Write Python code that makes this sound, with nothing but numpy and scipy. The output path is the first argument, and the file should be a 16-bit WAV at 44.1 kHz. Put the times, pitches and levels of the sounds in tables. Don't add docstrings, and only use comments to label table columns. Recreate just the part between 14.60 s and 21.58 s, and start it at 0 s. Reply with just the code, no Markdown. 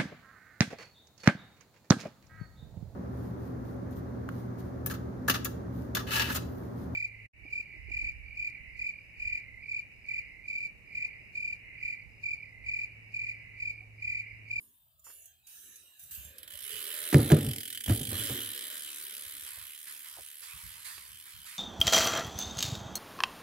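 import sys
import numpy as np
from scipy import signal
from scipy.fft import rfft, irfft
from scipy.io import wavfile
from scipy.ndimage import uniform_filter1d

SR = 44100
rng = np.random.default_rng(int(sys.argv[2]) if len(sys.argv) > 2 else 0)


def inscribe(sig):
    pcm = np.round(np.clip(np.atleast_2d(sig).T, -1, 1) * 32767)
    wavfile.write(sys.argv[1], SR, pcm.astype(np.int16))


N = 307818
TIME = np.arange(N) / SR

# f/Hz, relative level/dB
AIR_COLOUR = [(12, -27), (20, 1), (77, -7), (300, -12.5), (1080, -16.5), (2180, -29.5), (2890, -10.5),
              (3520, -13.5), (3940, -11), (6350, -30), (6910, -11.5), (12800, -9), (15200, -3.5),
              (16500, -39.5)]
WIND_COLOUR = [(12, -50), (20, -34), (76, 0), (123, -19), (169, -16), (239, -52), (350, -84), (460, -71),
               (770, -120)]
GRASS_COLOUR = [(410, -67), (700, -50), (949, 1.5), (1570, 3.5), (2590, 4), (2840, -3.5), (4400, 1.5),
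                (5960, -4.5), (10800, 2), (15400, -13), (16500, -8)]
TREAD_COLOUR = [(440, -47), (750, -39), (945, -15.5), (1370, -12.5), (1860, -7), (2800, -23), (3020, -12.5),
                (4000, -6), (5200, -56.5), (8800, -120)]
TYRE_WALL_COLOUR = [(88, -51.5), (150, -16.5), (301, 4.5), (502, 3), (600, 7), (775, -28.5), (900, -35),
                    (1170, -50.5), (1980, -120)]
PEDAL_HIGH_COLOUR = [(2650, -18), (4500, -10), (5440, -6), (6000, 1), (11100, 4), (15100, 3.5),
                     (16200, -40), (16500, -56)]
PEDAL_LOW_COLOUR = [(530, -71), (900, -39), (1320, -30), (1680, -16), (2050, -29.5), (2780, -16.5),
                    (3890, -26), (5000, -32.5), (6500, -79), (11000, -120)]
PAWL_COLOUR = [(700, -70), (1250, -44), (1500, -13), (2000, -9.5), (3010, -6.5), (4130, -8.5), (6900, -11),
               (9290, -2), (11300, -1.5), (15600, -7.5), (16500, -27)]

# start t/s, length/s, level/dB
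WIND_PUFFS = [(1.43, .05, -64), (1.496, 0.074, -59.5), (1.569, 0.061, -49.5), (1.647, 0.078, -56.5),
              (1.81, 0.095, -67), (1.93, 0.053, -57), (2.01, 0.053, -67), (2.128, 0.063, -56),
              (4.646, .06, -66), (4.726, 0.21, -70), (4.972, 0.085, -59), (5.561, 0.083, -63),
              (5.936, 0.061, -53.5), (6.032, 0.075, -47), (6.1, 0.14, -65), (6.34, 0.1, -64),
              (6.477, 0.11, -62), (6.73, 0.12, -58.5)]
FOOT_SHUFFLES = [(4.6, 0.37, -58.5), (4.85, 0.29, -51), (5.26, 0.17, -49.5), (5.43, 0.29, -53),
                 (5.815, 0.18, -46.5), (5.96, 0.87, -52.5), (6.24, 0.17, -43), (6.65, 0.27, -55),
                 (6.85, 0.22, -47)]
COARSE_ASPHALT = [(1.56, 0.48, -68.5), (2.13, 0.093, -79), (4.4, 0.25, -77), (5.22, 0.16, -71)]
PEDAL_STROKES = [(0.0, 0.29, -60), (.44, 0.4, -53), (.866, 0.63, -51), (1.39, 0.6, -55),
                 (1.51, 0.24, -44.5)]

# f/Hz, width/Hz, relative level/dB
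WHINE_MODE = [(3845, 73, 0)]
HUB_SHELL_MODES = [(2985, 80, -2), (3080, 60, 0), (3250, 90, -3)]
SPOKE_MODES = [(1600, 1300, 3), (4790, 67, 2.5), (7514, 74, 6.5), (8390, 290, -4.5), (9190, 120, 3.5),
               (9900, 200, -16.5), (10640, 240, 5.5), (11660, 240, 6), (12700, 600, -0.5),
               (14000, 180, -14)]
RAMP_LIP_MODES = [(1039, 130, 6), (1638, 180, 7), (3270, 380, -26), (6200, 1200, -17.5)]
LOOSE_SHEET_MODES = [(323, 110, 16), (573.5, 160, -9), (1000, 310, -11), (1860, 760, -22.5)]
PLYWOOD_MODES = [(97, -13, .3), (145, -3, .22), (154, -3, .22), (300, -3, .08), (348, -6, .1),
                 (231, -12, .2), (400, -12, .15), (490, -16, .15), (550, -18, .15), (592, -16, .15),
                 (727, -24, .1), (1010, -24, .05)]

SMALL_SNAPS = [(0.467, -50.5, 1000, 16), (.476, -62, 1300, 8.6), (0.498, -53, 1220, 13),
               (4.861, -48, 2550, 5.1), (4.975, -56, 600, 5.8), (5.571, -47, 794, 4.8),
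               (5.585, -45.5, 564, 11), (6.267, -51.5, 2610, 3.4), (6.38, -40, 2430, 2.8),
               (6.851, -52.5, 1450, 5.9)]
BICYCLE_PATH = [(1.45, 33), (1.8, 10.5), (2.15, 5.43), (2.6, 3.7), (3.0, 3.82), (3.67, 3.5), (3.9, 4.44),
                (4.85, 7.2), (5.0, 9.4), (5.9, 12.7), (6.98, 21.5)]
CHAIN_TICKS = [(0.395, -51.5), (0.587, -68), (0.62, -63), (0.657, -51.5), (0.8684, -56), (1.158, -47.5),
               (1.3954, -55), (1.436, -53), (1.51, -46), (1.5486, -45), (1.6492, -48)]
WHINE_LEVEL = [(0.75, -101), (0.864, -70), (1.55, -72)]
TEETH_PASSED = [(1.781, 0), (1.875, 2), (1.903, 3), (2.023, 10), (2.092, 15), (2.289, 31), (2.539, 51),
                (2.721, 63), (2.767, 65), (2.887, 71), (3.174, 83), (3.239, 85), (3.281, 87), (3.375, 94),
                (3.491, 100), (3.578, 107), (3.725, 123), (3.775, 128), (3.901, 137), (4.098, 150),
                (4.479, 178), (4.822, 202), (5.485, 251), (5.768, 272), (6.205, 306), (6.965, 362)]
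HUB_RING = [(1.77, -14.5, -4), (2.15, -7.5, -7.5), (2.55, -21.5, -3.5), (2.8, -16, -2), (3.12, -8.5, -3.5),
            (3.5, -10.5, -5), (3.8, -9, -2.5), (4.3, -15, -1.5), (4.9, -18, -2.5), (6.2, -19, -3),
            (6.98, -9.5, -1)]
PANEL_DRUMMING = [(2.55, -24), (2.7, -36.5), (2.86, -35), (2.94, -45.5), (3.08, -62), (3.25, -69.5),
                  (3.36, -39), (3.45, -48), (3.76, -46.5), (3.97, -66)]
# t/s, thump level/dB, contact time/ms, crack level/dB, clatter level/dB, pitch factor
WHEEL_BLOWS = [(2.527, -31, 0.71, -23, -23.5, 1.13), (2.544, -7, 1.02, -12, -32, 0.95),
               (2.589, -24, 0.75, -44, -30.5, 0.81), (2.702, -25.5, 0.65, -21.5, -26, 2.5),
               (2.718, -7.5, 0.95, -14, -26, 1), (2.764, -23, 1.6, -46, -32.5, 0.96),
               (2.868, -19, 7.1, -66, -73, 0.9), (3.263, -44, 0.67, -41, -51, 0.88),
               (3.278, -20.5, 3.7, -34, -39, 0.6), (3.295, -14.5, 3.66, -36, -28, 0.71),
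               (3.406, -34, 1.94, -52, -48, 0.96), (3.476, -35, 3.8, -64, -61, 0.73),
               (3.521, -33, 1.6, -54, -39, 0.6), (3.587, -36.5, 2, -62, -55, 0.72),
               (3.696, -26.5, 8.5, -34, -38, 0.86)]

SIDE_LIKENESS = [(100, 0.54), (300, 0.86), (700, 0.92), (1200, 0.096), (2000, 0.057), (3500, 0.91),
                 (7000, 0.075)]
SIDE_BALANCE = [(60, 0), (200, -.5), (400, -2), (700, -3.5), (1200, -5), (2400, -3.5), (8000, -2.5)]
RIGHT_LEAD = [(200, 0), (600, 0.61), (1100, 3), (1450, -1.5), (1900, 0.2), (3000, 1.32)]


def gain_of(db):
    return 10 ** (np.asarray(db) / 20)


def unit_level(x):
    return x / np.sqrt(np.mean(x ** 2) + 1e-20)


def look_up(table, hz):
    f, value = np.transpose(table)
    return np.interp(np.log(hz + 1), np.log(f + 1), value)


def curves(table):
    s, *columns = np.transpose(table)
    gate = np.clip(np.minimum(TIME - s[0], s[-1] - TIME) / .01, 0, 1)
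    return [gate] + [np.interp(TIME, s, column) for column in columns]


def swells(events, rise_s, fade_db):
    s, length, db = np.transpose(events)[:, :, None]
    age = np.maximum(TIME[::32] - s, 0)
    level = np.minimum(age / rise_s, 1) * gain_of(db + fade_db * (age / length) ** 2)
    return np.interp(TIME, TIME[::32], np.sqrt((level ** 2).sum(0)))


def nearness(falloff, full_level_m=4):
    gate, metres = curves(BICYCLE_PATH)
    return gate * (full_level_m / np.maximum(metres, 1)) ** falloff


def pan(x, pan_db):
    return x * gain_of(np.outer([.5, -.5], pan_db))


def noise(colour, patchy_db, size=512, frames=40):
    hop = size // 4
    hz = np.fft.rfftfreq(size, 1 / SR)
    a, b, c, d, patches = rng.standard_normal((N // hop + 5, len(hz), 5), np.float32).T
    for _ in range(2):
        patches = uniform_filter1d(patches, size=3, axis=0)
        patches = uniform_filter1d(patches, size=frames, axis=1)
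    likeness = np.clip(look_up(SIDE_LIKENESS, hz), -1, 1)[:, None]
    lead = np.exp(1j * look_up(RIGHT_LEAD, hz))[:, None]
    left = a + 1j * b
    right = likeness * left * lead + np.sqrt(1 - likeness ** 2) * (c + 1j * d)
    bands = np.array([left, right]) * gain_of(look_up(colour, hz)[:, None] + patchy_db * unit_level(patches))
    return unit_level(signal.istft(bands, nperseg=size, noverlap=size - hop)[1][:, :N])


def ring(x, modes):
    out = 0
    for hz, width, db in modes:
        decay = np.exp(-np.pi * width / SR)
        pole = decay * np.exp(2j * np.pi * hz / SR)
        out = out + gain_of(db) * 2 * signal.lfilter([1 - decay], [1, -pole], x).real
    return out


def add_tail(x, fade_ms):
    return signal.lfilter([1], [1, -np.exp(-1000 / fade_ms / SR)], x)


def street_air():
    return gain_of(-63.5) * noise(AIR_COLOUR, patchy_db=4, size=1024)


def wind(breeze_db=-78.5):
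    level = swells(WIND_PUFFS, rise_s=.0056, fade_db=-13) + gain_of(breeze_db)
    return pan(level * noise(WIND_COLOUR, patchy_db=1.5, size=2048, frames=8), -1.5)


def grass():
    level = swells(FOOT_SHUFFLES, rise_s=.016, fade_db=-14)
    return pan(level * noise(GRASS_COLOUR, patchy_db=2.5, frames=20), -6.5)


def snaps():
    out, t = np.zeros(N), np.arange(2048) / SR
    for s, db, hz, fade_ms in SMALL_SNAPS:
        burst = rng.standard_normal(len(t)) * np.exp(-1000 * t / fade_ms)
        band = [(hz, hz, 0)]
        tick = ring(ring(burst, band), band)
        out[round(s * SR):][:len(t)] += gain_of(db) * tick / abs(tick).max()
    return pan(out, -11)


def tyres(on_ramp_s=2.75, land_s=3.5, fade_db_per_s=72.5):
    tread = pan(noise(TREAD_COLOUR, patchy_db=1.5, frames=16), -4)
    walls = pan(noise(TYRE_WALL_COLOUR, patchy_db=6.5, size=2048, frames=8), -2.2)
    leaving = gain_of(-fade_db_per_s * np.maximum(TIME - on_ramp_s, 0)) * (TIME < land_s)
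    landing = np.clip((TIME - land_s) / .015, 0, 1)
    tread_level = gain_of(-47.5) * nearness(falloff=2.04)
    wall_level = gain_of(-55) * nearness(falloff=3.5) + swells(COARSE_ASPHALT, rise_s=.045, fade_db=-18)
    return (leaving + landing) * (tread_level * tread + wall_level * walls)


def pedalling(rise_s=.0066):
    s, tick_db = np.transpose(CHAIN_TICKS)
    ticks = np.zeros(N)
    ticks[(s * SR).astype(int)] = gain_of(tick_db)
    high_level = swells(PEDAL_STROKES, rise_s, fade_db=-20) + add_tail(ticks, fade_ms=6.5)
    high = high_level * noise(PEDAL_HIGH_COLOUR, patchy_db=-5)
    low_level = gain_of(-13.5) * swells(PEDAL_STROKES, rise_s, fade_db=-5.5)
    low = low_level * noise(PEDAL_LOW_COLOUR, patchy_db=2.5, size=1024, frames=16)
    gate, whine_db = curves(WHINE_LEVEL)
    whine = unit_level(ring(ring(rng.standard_normal((2, N)), WHINE_MODE), WHINE_MODE))
    return pan(high + low + gate * gain_of(whine_db) * whine, -3.5)


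def freewheel(spread_s=.006, rise_ms=.53, fade_ms=2.8, echo_ms=20, echo_db=-2.5, uneven_db=.03):
    s, teeth = np.transpose(TEETH_PASSED)
    tooth_s = np.interp(np.arange(teeth[-1] + 1), teeth, s)
    drop_s = tooth_s[:, None] + rng.random((len(tooth_s), 3)) * spread_s - .002
    wobble = rng.standard_normal((len(tooth_s), 4))
    strength = gain_of(uneven_db * (wobble[:, 1:] + wobble[:, :1]))
    drops = np.zeros(N)
    np.add.at(drops, np.minimum((drop_s * SR).astype(int), N - 1), strength)
    energy = abs(uniform_filter1d(drops ** 2, size=round(rise_ms * SR / 1000)))
    direct = add_tail(energy, fade_ms / 2)
    echo = add_tail(energy, echo_ms / 2)
    power = direct / direct.mean() + gain_of(2 * echo_db) * echo / echo.mean()
    snap = unit_level(noise(PAWL_COLOUR, patchy_db=-2, size=256) * np.sqrt(power))
    gate, shell_db, pan_db = curves(HUB_RING)
    spokes = gain_of(-4) * unit_level(ring(snap, SPOKE_MODES))
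    shell = gain_of(shell_db) * unit_level(ring(snap, HUB_SHELL_MODES))
    ticks = unit_level(snap + spokes) + shell
    return pan(ticks * gate * gain_of(-40.5) * nearness(falloff=1), pan_db)


def rolling_on_panels():
    gate, db = curves(PANEL_DRUMMING)
    loaded = [(hz * .736, 4 / fade_s, mode_db / 2) for hz, mode_db, fade_s in PLYWOOD_MODES]
    drumming = ring(ring(rng.standard_normal(N), loaded), loaded)
    return gate * gain_of(db) * unit_level(drumming)


def panel_thump(t, contact_ms, pitch):
    ringing = 0
    for hz, db, fade_s in PLYWOOD_MODES:
        build_up = 1 - np.exp(-2 * hz * t)
        ringing += gain_of(db - 60 * t / fade_s) * build_up * np.cos(2 * np.pi * hz * pitch * t)
    push = np.hanning(round(contact_ms * SR / 1000))
    return np.convolve(ringing, push / push.sum())[:len(t)]


def ramp(crack_ms=1.5, clatter_ms=24.1):
    t, blows = np.arange(SR // 3) / SR, np.zeros(N)
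    for s, thump_db, contact_ms, crack_db, clatter_db, pitch in WHEEL_BLOWS:
        grit, rattle = rng.standard_normal((2, len(t)))
        thump = gain_of(thump_db) * panel_thump(t, contact_ms, pitch)
        crack = ring(grit * np.exp(-1000 * t / crack_ms), RAMP_LIP_MODES)
        crack *= gain_of(crack_db) / abs(crack).max()
        clatter = gain_of(clatter_db) * unit_level(ring(rattle, LOOSE_SHEET_MODES))
        clatter *= np.minimum(t / .002, 1) * np.exp(-1000 * t / clatter_ms)
        blows[round(s * SR):][:len(t)] += thump + crack + clatter
    hz = np.fft.rfftfreq(N, 1 / SR)
    spectrum = pan(rfft(blows + rolling_on_panels()), look_up(SIDE_BALANCE, hz))
    lead = np.exp(1j * np.outer([-.5, .5], look_up(RIGHT_LEAD, hz)))
    return irfft(spectrum * lead, N)


def scene():
    return street_air() + freewheel() + pedalling() + tyres() + ramp() + grass() + snaps() + wind()


def reduce_noise(x, margin_db=7, depth_db=10):
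    bands = signal.stft(x, nperseg=1024, noverlap=768)[2]
    power = uniform_filter1d(abs(bands) ** 2, size=3, axis=1)
    power = uniform_filter1d(power, size=10, axis=2)
    level_db = 10 * np.log10(abs(power) + 1e-20)
    quiet_db = np.percentile(level_db, 12, axis=2, keepdims=True)
    shut = np.clip(.5 - (level_db - quiet_db) / margin_db, 0, 1)
    return signal.istft(bands * gain_of(-depth_db * shut), nperseg=1024, noverlap=768)[1][:, :N]


def record(dry):
    bass_cut = signal.butter(3, 58, "high", fs=SR, output="sos")
    treble_cut = signal.firwin(511, 15850, window=("kaiser", 9), fs=SR)
    cleaned = reduce_noise(signal.sosfilt(bass_cut, dry))
    return signal.oaconvolve(cleaned, treble_cut[None], "same")


dry = scene()
out = record(dry)
inscribe(out)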